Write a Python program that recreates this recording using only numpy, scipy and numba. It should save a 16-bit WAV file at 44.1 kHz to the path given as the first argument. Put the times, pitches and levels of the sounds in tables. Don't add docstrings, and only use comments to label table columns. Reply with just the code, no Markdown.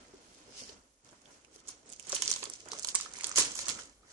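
import sys
import numpy as np
from scipy import signal
from scipy.fft import rfft, irfft
from scipy.io import wavfile
from scipy.ndimage import uniform_filter1d
from numba import njit

SR = 44100
rng = np.random.default_rng(int(sys.argv[2]) if len(sys.argv) > 2 else 0)


def volts_from_decibels(level):
    exponent = np.asarray(level, float) / 20
    return 10 ** exponent


def inscribe(sig):
    pcm = np.round(np.clip(np.atleast_2d(sig).T, -1, 1) * 32767)
    wavfile.write(sys.argv[1], SR, pcm.astype(np.int16))


N = 182088


def unit(x):
    return x / np.sqrt(np.mean(x ** 2))


def follow(start_s, values):
    return np.interp(np.arange(N) / SR, start_s, values)


def event_columns(table):
    return np.transpose(table)[:, :, None]


def colour(x, points):
    hz, db = np.transpose(points)
    bins = np.arange(N // 2 + 1) * SR / N + 1
    curve_db = np.interp(np.log(bins), np.log(hz), db)
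    return irfft(rfft(x) * volts_from_decibels(curve_db), N)


def pair(points, alike_hz):
    mid, left, right = rng.standard_normal((3, N))
    bins = np.arange(N // 2 + 1) * SR / N
    alike = .92 / (1 + (bins / alike_hz) ** 4)
    shared = np.sqrt(alike) * rfft(mid)
    apart = np.sqrt(1 - alike) * rfft(np.array([left, right]))
    return unit(colour(irfft(shared + apart, N), points))


def gesture(start_s, peak_db, swell_s, fade_s, rest_db):
    t = np.arange(0, N + 64, 64)[:, None] / SR
    before = (start_s - t) / np.maximum(swell_s, .01)
    after = (t - start_s) / np.maximum(fade_s, .01)
    db = peak_db - 20 * np.where(t < start_s, before, after)
    power = np.sum(volts_from_decibels(db) ** 2, axis=1) + volts_from_decibels(rest_db) ** 2
    return follow(t[:, 0], 10 * np.log10(power))


@njit
def rings(start, hz, cycles, size, rise):
    out = np.zeros(N)
    for k in range(len(start)):
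        turn = np.exp((2j * np.pi - 1 / cycles[k]) * hz[k] / SR)
        soften = np.exp(-hz[k] / (rise * SR))
        z, soft, first = size[k] + 0j, 1., start[k]
        for j in range(first, min(N, first + int(6 * cycles[k] * SR / hz[k]))):
            out[j] += z.imag * (1 - soft)
            z *= turn
            soft *= soften
    return out


# start_s [s], lag_share [share of port lag, 0-1.5]
HAND_BEARING = [
    (.7, 1.14),
    (2.2, .9),
    (2.8, .55),
    (4.13, 0.49),
]


def heard(s, hz, cycles, db, pan_db, lag_s, detune, rise=0.34):
    spread = np.broadcast_arrays(s, hz, cycles, db, pan_db, lag_s, detune)
    s, hz, cycles, db, pan_db, lag_s, detune = map(np.ravel, spread)
    lag_s = lag_s * np.interp(s, *np.transpose(HAND_BEARING))
    cycles, rise = np.maximum(cycles, .3), max(1. * rise, .05)

    def at(t):
        return np.clip(t * SR, 0, N - 1).astype(np.int64)

    left_hz, right_hz = np.clip(hz * detune, 60, .3 * SR), np.clip(hz, 60, .3 * SR)
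    left = rings(at(s + lag_s), left_hz, cycles, volts_from_decibels(db + pan_db / 2), rise)
    right = rings(at(s), right_hz, cycles, volts_from_decibels(db - pan_db / 2), rise)
    return np.array([left, right])


# pitch_hz [Hz], level_db [dB per Hz]
AIR_SPECTRUM = [(15, -29), (27, -10), (41, 8), (55, -14), (99, -26), (1120, -21), (1570, -22), (8460, -23),
                (10700, -13.5), (12200, -18), (15800, -54), (22000, -120)]


def air():
    return volts_from_decibels(-75.0) * pair(AIR_SPECTRUM, 730.0)


# start_s [s], rumble_db [dB]
GRIP_RUMBLE = [
    (0.0, -70),
    (0.54, -69),
    (0.62, -66),
    (0.78, -60),
    (0.87, -73),
    (3.72, -66),
    (4.13, -67),
]


def grip():
    tremor = pair([(28, -24), (42, -10.0), (70, -17.5), (140, -57.0)], 200.)
    return volts_from_decibels(follow(*np.transpose(GRIP_RUMBLE)) + 4.0) * tremor


def kitchen(x):
    t60_s, onset_s, level_db = 0.11, 0.00072, -8
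    t = np.arange(SR // 2) / SR
    tail = rng.standard_normal((2, len(t))) * volts_from_decibels(-60 * t / t60_s) * (1 - np.exp(-t / onset_s))
    tail = tail / np.sqrt(np.sum(tail ** 2, axis=1, keepdims=True))
    return volts_from_decibels(level_db) * signal.fftconvolve(x, tail, axes=1)[:, :N]


# pitch_hz [Hz], level_db [dB per Hz]
TABLE_SPECTRUM = [(41, -59), (70, 2), (170, -3.5), (275, 3), (363, -1), (402, -1), (530, -1), (774, -7.5),
                  (1000, -14.5), (1300, -24), (2200, -120)]


def table_rumble(rumble_db):
    jolts = volts_from_decibels(1.6 * unit(uniform_filter1d(rng.standard_normal(N), size=900)))
    return volts_from_decibels(rumble_db + 2.5) * unit(jolts * pair(TABLE_SPECTRUM, 670.0))


def flesh_rub(rub_db):
    return volts_from_decibels(rub_db - 2.0) * crinkle(np.full(N, 1709.0), 0.553, 2.2, 1.8, -2.5, count=12000)


# start_s [s], rumble_db [dB], rub_db [dB], fade_s [s per 20 dB]
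HEAP_PRESSES = [(0.0, -57.5, -58, 0.23), (.2, -62, -65.5, 0.6), (.48, -60, -63.5, .5),
                (.62, -57, -70, 0.29), (.72, -61, -58.5, 0.16), (1.076, -62, -62.5, 0.12),
                (1.135, -60, -63, 0.08), (1.3, -61.5, -61, 0.3), (1.556, -64.5, -67.5, 0.33),
                (1.7, -61.5, -62.5, 0.23), (1.882, -59.5, -63.5, 0.23), (2.092, -55.5, -53, 0.12),
                (2.159, -55.5, -48, 0.1), (2.28, -56.5, -73, 0.55), (2.469, -56, -53.5, 0.13),
                (2.68, -53.5, -50.5, 0.05), (2.74, -57, -51, 0.15), (2.88, -61.5, -73, 1),
                (2.97, -65, -67, 0.65), (3.12, -61.5, -55.5, 0.3), (3.27, -61, -52, 0.2),
                (3.386, -43, -33.5, 0.0435), (3.448, -51.5, -49.5, 0.32), (3.62, -62, -57, 0.14),
                (3.7, -50, -48.5, 0.16), (3.78, -53, -53, 0.11), (3.88, -62, -64, .1), (3.97, -70, -76, .3),
                (4.05, -66, -65, .09), (4.11, -66, -64, 0.15)]


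def presses():
    start_s, rumble_db, rub_db, fade_s = np.transpose(HEAP_PRESSES)
    swell_s = 0.69 * fade_s
    rumble_db = gesture(start_s, rumble_db, swell_s, fade_s, rest_db=-94)
    rub_db = gesture(start_s, rub_db, swell_s, fade_s, rest_db=-90)
    return table_rumble(rumble_db), flesh_rub(rub_db)


# start_s [s], peak_db [dB], pitch_hz [Hz]
TABLE_THUDS = [(0.137, -43, 395), (0.289, -58, 257), (0.481, -50, 454), (0.694, -44.5, 432),
               (0.744, -51, 271), (1.122, -56.5, 260), (1.483, -59, 455), (1.525, -58.5, 433),
               (1.559, -50, 440), (1.684, -52, 420), (1.858, -58, 417), (2.072, -53, 504), (2.13, -32, 558),
               (2.197, -45, 450), (2.426, -41.5, 420), (2.471, -44.5, 440), (2.659, -52, 620),
               (2.844, -52, 517), (3.17, -51, 400), (3.25, -47.5, 446), (3.384, -32.5, 427),
               (3.397, -37.5, 288), (3.699, -45.5, 250), (2.947, -47, 500), (3.05, -52, 480)]


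def thuds():
    s, peak_db, hz = np.transpose(TABLE_THUDS)
    main_mode = heard(s, hz, 3.1, peak_db + 4.5, 0.5, 0.00016, 0.96, rise=0.27)
    return main_mode + heard(s, 0.75 * hz, 6.5, peak_db - 7.0, -0.36, -0.00014, 0.97, rise=0.2)


# start_s [s], peak_db [dB], pitch_hz [Hz]
TABLE_RINGS = [(2.289, -46, 420), (2.632, -54, 455), (2.668, -51, 457), (3.39, -37.5, 331),
               (3.405, -40.5, 428), (2.7215, -40.5, 453), (2.745, -52, 560), (2.779, -48, 432),
               (2.781, -51, 634), (2.698, -55, 645), (4.032, -60.5, 1250), (4.098, -62, 1860)]


def hums():
    s, peak_db, hz = np.transpose(TABLE_RINGS)
    return heard(s, hz, 4.8, peak_db + 6.5, 0.4, 0.0001, 0.99, rise=1.5)


# start_s [s], peak_db [dB], pitch_hz [Hz]
THIN_STALKS = [(1.448, -60, 1560), (2.108, -43, 1170), (2.44, -41, 1110), (2.465, -45, 1110),
               (2.499, -45.5, 1190), (2.677, -54, 825), (2.962, -43, 921), (3.016, -48, 1100),
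               (3.221, -45, 1150), (3.34, -45, 1100), (3.408, -30, 1080), (3.557, -42, 1120),
               (3.646, -46, 1130), (3.69, -41, 1130), (3.7, -41.5, 1050)]


def plips():
    s, peak_db, hz = np.transpose(THIN_STALKS)
    return heard(s, hz, 2.04, peak_db + 1.5, -6.5, 0.0002, 1.04)


# start_s [s], peak_db [dB], pitch_hz [Hz]
STALK_KNOCKS = [(0.5985, -49, 3000), (0.6948, -47, 3250), (1.2566, -53, 3090), (1.4476, -52, 2620),
                (1.9973, -42.5, 2700), (2.0844, -43, 3140), (2.1635, -29, 3000), (2.2214, -25, 3170),
                (2.2464, -41, 2880), (2.3615, -36, 3330), (2.4392, -41, 3440), (2.4982, -48, 3490),
                (2.6844, -48, 1840), (2.9564, -32.5, 2130), (2.9614, -37, 3250), (3.1454, -46, 2030),
                (3.1542, -41.5, 2110), (3.1993, -41, 2270), (3.3784, -20.5, 3220), (3.5074, -45, 3300),
                (3.5897, -34.5, 2400), (3.7864, -47, 2270), (4.0806, -55, 1860)]


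def knocks():
    s, peak_db, hz = np.transpose(STALK_KNOCKS)
    return heard(s, hz, 2.5, peak_db + 5.0, -6.0, 0.00018, 0.84)


# start_s [s], peak_db [dB], pitch_hz [Hz]
THICK_STALKS = [(1.128, -57, 1000), (1.692, -48, 1060), (2.103, -46, 1330), (2.128, -34, 1120),
                (2.222, -38.5, 977), (2.315, -41.5, 1130), (2.363, -42, 1000), (2.429, -37.5, 1040),
                (2.66, -49, 800), (2.732, -37, 1115), (2.848, -41.5, 960), (2.881, -43.5, 1020),
                (2.947, -33, 1104), (3, -39, 1210), (3.06, -37, 1254), (3.185, -44, 1020),
                (3.209, -35, 2170), (3.236, -41, 1010), (3.293, -45, 1180), (3.314, -38.5, 1230),
                (3.36, -36, 2140), (3.381, -24, 1088), (3.59, -40, 915), (3.669, -41.5, 1150),
                (3.682, -38, 1080), (3.79, -42.5, 1370)]


def pops(count=4):
    s, peak_db, hz = event_columns(THICK_STALKS)
    chance = rng.standard_normal((len(s), count))
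    hollow = heard(s, hz, 2.26, peak_db + 4.0, -6.5, 0.00019, 1.0)
    later_s = 0.00185 * rng.random((len(s), count))
    click_hz = 1.608 * hz * np.exp(0.434 * chance)
    return hollow + heard(s + later_s, click_hz, 2.46, peak_db - 0.5, -3.5, 0.00034, 0.877)


# pitch_hz [Hz], level_db [dB per Hz]
SLIDE_SPECTRUM = [(2300, -30), (2900, -1.5), (3500, -23), (4500, -16), (5200, 4), (5600, -17), (6050, -7),
                  (6700, -20), (7700, -12), (9500, -17)]


def slide():
    slide_db = gesture(0.596, -51, swell_s=0.12, fade_s=0.12, rest_db=-100)
    return volts_from_decibels(slide_db) * pair(SLIDE_SPECTRUM, 730.0)


def crinkle(centre_hz, spread, cycles, scatter_db, pan_db, count):
    s = rng.random(count) * N / SR
    chance = rng.standard_normal((4, count))
    hz = centre_hz[(s * SR).astype(int)] * np.exp(spread * chance[0])
    db = scatter_db * np.minimum(rng.exponential(size=count), 4)
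    lag_s = 0.00033 + 0.6e-4 * chance[1]
    detune = np.exp(0.16 * chance[3])
    return unit(heard(s, hz, cycles, db, pan_db + 9.5 * chance[2], lag_s, detune))


# start_s [s], crinkle_db [dB], swell_s [s per 20 dB], fade_s [s per 20 dB]
LEAF_SQUEEZES = [(0.0, -65.5, .1, 0.5), (.35, -61.5, 0.6, 0.72), (.6, -50.5, 0.11, 0.13),
                 (.72, -60, 0.33, 0.09), (1.06, -66, 0.04, .5), (1.33, -63.5, 0.18, 0.24),
                 (1.558, -57, 0.06, 0), (1.598, -62, 0.05, 0.03), (1.701, -51, 0.05, 0.07),
                 (1.77, -67.5, 0.3, 0.3), (1.87, -61.5, 0.02, 0.5), (1.925, -55, 0.03, .04),
                 (2.156, -38.5, 0.09, 0.09), (2.301, -39.5, 0.21, 0.22), (2.52, -55.5, -0.05, .4),
                 (2.73, -50, 0.05, .4), (2.889, -43, 0.05, 0.09), (2.968, -40.5, 0, 0.17),
                 (3.03, -48.5, 0.04, 0.07), (3.16, -48.5, -0.07, 0.24), (3.27, -47, 0.11, 0.3),
                 (3.369, -28, 0.0153, 0.0332), (3.384, -25.5, 0.0158, 0.1124), (3.448, -43, -0.4, 0.2655),
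                 (3.565, -43, -0.07, 0.11), (3.616, -39, 0.05, 0.06), (3.696, -37.5, 0, 0.11),
                 (3.79, -47.5, -0.3, 0.11), (3.93, -71, .1, .3), (4.13, -56.5, 0.1, 0.5)]
# start_s [s], centre_hz [Hz], taut_db [dB]
LEAF_SKIN = [
    (0.0, 6000, -4.5),
    (.45, 5300, -9.5),
    (.56, 5540, 0.5),
    (.68, 5140, 2.5),
    (.8, 6300, -2.5),
    (2.7, 6120, -3),
    (2.92, 6900, -5),
    (3.1, 6170, -5.5),
    (4.13, 6400, -3.5),
]


def skins():
    crisp_db = gesture(*np.transpose(LEAF_SQUEEZES), rest_db=-81.5)
    start_s, centre_hz, taut_db = np.transpose(LEAF_SKIN)
    centre_hz, taut_db = follow(start_s, centre_hz), follow(start_s, taut_db)
    dry_grains = volts_from_decibels(crisp_db - 1.0) * crinkle(centre_hz, 0.34, 0.49, 2.74, -0.33, count=24000)
    taut = volts_from_decibels(crisp_db + taut_db) * crinkle(centre_hz, .12, 3, 2.5, -3, count=12000)
    buckles = volts_from_decibels(crisp_db - 10.0) * crinkle(centre_hz, 0.207, 4.5, 2.2, -2.2, count=1200)
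    return dry_grains + taut + buckles


def snaps(s, peak_db, leaf_hz, pan_db, ms, count=16):
    chance = rng.standard_normal((4, len(s), count))
    clear = count // 4
    chance[:, :, clear] = 0
    ms = np.abs(ms) + 0 * s
    later = (np.arange(count) + rng.random((len(s), count))) / count
    shape_db = -22.0 * later - 22 * np.exp(-(later / 0.16) ** 2)
    db = peak_db + 0.78 + 11.2 * np.log10(ms / 2 + 0.28) + shape_db + 2.5 * chance[0]
    db[:, clear] += 6.8 * np.minimum(2.7 / ms[:, 0], 1)
    lag_s = 2.2e-4 + 0.00016 * chance[1, :, :1] + .4e-4 * chance[2]
    hz = leaf_hz * np.exp(0.23 * chance[3] - .01)
    crack_s = s + (2.1 * later - .53) * ms / 1000
    return heard(crack_s, hz, 1.7, db, pan_db, lag_s, np.exp(0.044 * chance[2]))


# start_s [s], peak_db [dB], leaf_hz [Hz]
CREASE_TICKS = [(1.111, -47.5, 7050), (1.2174, -46.5, 6300), (1.662, -49, 6990), (1.692, -31.5, 6600),
                (1.8606, -47, 7500), (2.0095, -47.5, 6500), (2.0492, -41, 6920), (2.0538, -42, 6550),
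                (2.135, -35, 6800), (2.2053, -33, 6320), (2.2936, -29, 5520), (2.5532, -37, 5430),
                (2.604, -35, 6060), (2.6251, -49, 6370), (2.6565, -39, 6620), (2.723, -35, 5070),
                (2.766, -38, 6050), (2.781, -35, 7130), (2.825, -26, 6310), (2.834, -28.5, 5670),
                (2.8926, -26, 6840), (2.947, -20, 6820), (2.988, -28, 6500), (3.023, -31, 6790),
                (3.1154, -37.5, 6050), (3.2005, -39, 5510), (3.222, -36, 6500), (3.263, -33, 6250),
                (3.28, -35, 7660), (3.368, -24, 6400), (3.37, -18, 6500), (3.3952, -8.5, 6330),
                (3.4002, -16, 6540), (3.4036, -13, 7000), (3.418, -21, 6000), (3.423, -18.5, 6160),
                (3.4357, -26, 6470), (3.4514, -27, 6200), (3.5522, -26, 6990), (3.5815, -25.5, 6450),
                (3.5997, -33, 5580), (3.606, -25, 6300), (3.66, -29, 6070), (3.675, -32, 6350),
                (3.709, -33, 6950), (3.7234, -42, 6930), (3.7445, -32.5, 6100), (3.7945, -37, 5780),
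                (3.856, -39, 6940), (3.8965, -44, 6800)]


def ticks():
    return snaps(*event_columns(CREASE_TICKS), pan_db=-6.5, ms=1.8)


# start_s [s], peak_db [dB], leaf_hz [Hz]
UNFOLDED_CREASES = [(.568, -41, 5300), (.577, -39, 5900), (0.585, -38, 5200), (.598, -39, 5200),
                    (0.609, -39, 6000), (0.637, -34.5, 5200), (.7064, -53, 6200), (1.9397, -42, 5500),
                    (2.004, -39, 6500), (2.040, -45, 6500), (2.0858, -44, 5500), (2.1217, -18, 6100),
                    (2.1478, -19, 6560), (2.151, -15, 8100), (2.7138, -43, 6200), (3.0627, -39, 6200),
                    (3.1468, -37, 6400), (3.157, -37, 6400), (3.162, -40, 6400), (3.234, -30, 6200),
                    (3.2682, -23.5, 7050), (3.354, -34, 6400), (3.3732, -19, 5570), (3.3854, -8, 7200),
                    (3.5767, -28, 6400), (3.6376, -41, 6400), (3.7062, -25, 6500), (3.715, -30, 6500),
                    (3.7504, -28, 6500), (3.774, -35, 6500), (3.786, -39, 6500), (3.835, -39, 7000),
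                    (4.12, -45, 6500)]


def creases():
    return snaps(*event_columns(UNFOLDED_CREASES), pan_db=-9.5, ms=1.4)


# start_s [s], peak_db [dB], leaf_hz [Hz]
THIN_VEINS = [(1.047, -46, 6850), (1.09, -46, 6000), (1.2572, -46, 3550), (1.448, -46, 5600),
              (1.6026, -45.5, 7000), (1.9626, -40, 6700), (2.0268, -40, 6940), (1.5608, -40.5, 6400),
              (1.6747, -38.5, 6950), (1.6805, -38, 6670), (1.8924, -37, 8500), (1.9255, -32.5, 7160),
              (1.934, -35, 6640), (2.07, -34, 6700), (2.258, -25, 6950), (2.6865, -33.5, 6650),
              (2.7875, -28.5, 6900), (2.9622, -27, 5800), (3.0004, -29.5, 4500), (3.049, -38, 5030),
              (3.137, -29, 6500), (3.1693, -32.5, 6450), (3.1873, -30.5, 6900), (3.236, -27, 6200),
              (3.4098, -15, 5900), (3.482, -33, 6100), (3.611, -38, 6200), (3.656, -29, 5900),
              (3.325, -32, 6700)]


def veins():
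    return snaps(*event_columns(THIN_VEINS), pan_db=-9, ms=2.4)


# start_s [s], peak_db [dB], leaf_hz [Hz], burst_ms [ms]
SLOW_TEARS = [(1.6843, -27, 6450, 3), (1.9196, -35, 7300, 2.5), (2.099, -24, 7300, 2.46),
              (2.12, -20, 6800, 1.35), (2.145, -33, 7400, 4), (2.1637, -24, 4600, 2.9),
              (2.2218, -14.5, 6160, 4.5), (2.2348, -23.5, 6160, 6), (2.25, -24, 7600, 2.5),
              (2.2781, -12.5, 5500, 2.2), (2.328, -20, 5170, 2.4), (2.4293, -24.5, 4270, 4.15),
              (2.455, -27, 4900, 3.5), (2.733, -27, 5730, 3.1), (2.8466, -18, 6900, 2.9),
              (2.8722, -22.5, 7160, 3.6), (2.9031, -31, 6300, 3.5), (2.956, -13.5, 6500, 2.5),
              (3.0107, -20, 5940, 1.98), (3.2435, -15, 7000, 2.1), (3.2694, -19, 8300, 1.95),
              (3.812, -34, 6300, 1.3), (3.3896, -14, 6700, 3), (3.518, -27, 6450, 4.2),
              (0.692, -37, 4930, 6.4), (3.6667, -26, 6470, 4), (3.684, -15.5, 6760, 3.3),
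              (3.691, -16, 5370, 3.1), (3.6982, -18.5, 6800, 3.7)]


def tears():
    s, peak_db, leaf_hz, burst_ms = event_columns(SLOW_TEARS)
    return snaps(s, peak_db, leaf_hz, -7.5, burst_ms)


# [left minus right, dB]
QUICK_RIBS = [(1.9007, -36, 6960, -13), (1.689, -24, 6700, -3), (1.997, -32.5, 6640, -18.5),
              (2.076, -35, 7400, -12), (2.095, -23, 7200, -14.5), (2.127, -19, 5860, 4),
              (2.1573, -20, 5950, -11), (2.2986, -19, 7900, -10), (2.3035, -14, 6400, -3),
              (2.3148, -11, 6500, -14.5), (2.319, -21, 6740, 4), (2.3382, -13.5, 5470, -1),
              (2.362, -23, 6650, -13), (2.4396, -21.5, 7650, -9.5), (2.4996, -20.5, 7840, -3),
              (2.5364, -22.5, 6270, 2), (2.718, -20.5, 6000, -4), (2.7956, -21.5, 6900, -7),
              (2.831, -23, 7600, -5.5), (2.887, -17, 5640, -6), (2.952, -6, 7600, -3),
              (3.126, -36, 6140, -16), (3.2102, -22.5, 7300, -5), (3.294, -19.5, 7800, -6),
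              (3.316, -21.5, 6000, -4), (3.3594, -13, 6640, -7), (3.382, -12, 6740, -12),
              (3.555, -19.5, 6740, -8), (3.5907, -18, 5900, -2), (3.3749, -5, 6500, -4.5)]


def ribs():
    return snaps(*event_columns(QUICK_RIBS), ms=1.25)


def scene():
    table, flesh = presses()
    bright = skins() + flesh + slide() + ticks() + creases() + veins() + tears() + ribs()
    dull = thuds() + hums() + plips() + knocks() + pops()
    return air() + grip() + kitchen(bright + dull) + table + dull + bright


# pitch_hz [Hz], level_db [dB]
LEFT_COLOUR = [(25, -17.5), (60, -8), (120, -7.5), (750, -2.5), (1100, 1), (3000, -2), (4600, 0.5),
               (6500, 4), (9000, -3), (11000, -1), (12000, -18), (12700, -55.5)]
# pitch_hz [Hz], level_db [dB]
RIGHT_COLOUR = [(25, -16.5), (60, -9), (120, -3), (750, -3.5), (1100, 0.5), (3000, 1.5), (4600, -2),
                (6500, 2.5), (9000, 4.5), (11000, 4.5), (12000, -11), (12700, -45)]


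def ports(dry):
    return np.array([colour(dry[0], LEFT_COLOUR), colour(dry[1], RIGHT_COLOUR)])


# pitch_hz [Hz], empty_share [0-1]
EMPTY_BANDS = [(9300, 0.42), (9800, 0.4), (10700, 0.47), (11500, 0.51), (12200, 0.8)]
# start_s [s], length_s [s], from_hz [Hz], to_hz [Hz]
BAND_GAPS = [
    (.62, .034, 3250, 3700),
    (.6, .04, 3750, 4100),
    (2.934, .01, 2600, 3500),
    (3.565, .028, 2750, 3100),
    (3.392, .04, 11500, 13000),
    (3.432, .07, 10750, 13000),
    (3.325, .022, 9500, 13000),
    (3.585, .06, 11300, 13000),
]


def starve(x, band=8, hold=4):
    hz, t, frames = signal.stft(x, SR, nperseg=768, noverlap=576)
    dice = rng.random((2, len(hz) // band + 1, len(t) // hold + 1))
    dice = dice.repeat(band, 1).repeat(hold, 2)
    dice = .55 * dice + .45 * uniform_filter1d(dice[:, :1], size=9)
    power = np.sum(np.abs(frames) ** 2, axis=1, keepdims=True) + 1e-18
    calm = np.clip(uniform_filter1d(power, size=25) / power, 0, 2.5) ** 0.46
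    empty_share = np.interp(hz, *np.transpose(EMPTY_BANDS), left=.002)[:, None]
    kept = dice[:, :len(hz), :len(t)] >= calm * empty_share
    for start_s, length_s, from_hz, to_hz in BAND_GAPS:
        in_band = (hz[:, None] > from_hz) & (hz[:, None] < to_hz)
        kept[:, in_band & (t >= start_s) & (t <= start_s + length_s)] = False
    return signal.istft(frames * (kept + .002), SR, nperseg=768, noverlap=576)[1][:, :N]


def roll_off(x):
    return signal.sosfilt(signal.butter(12, 12300, fs=SR, output="sos"), x)


def record(dry):
    mix = starve(ports(dry))
    return roll_off(mix)


dry = scene()
out = record(dry)
inscribe(out)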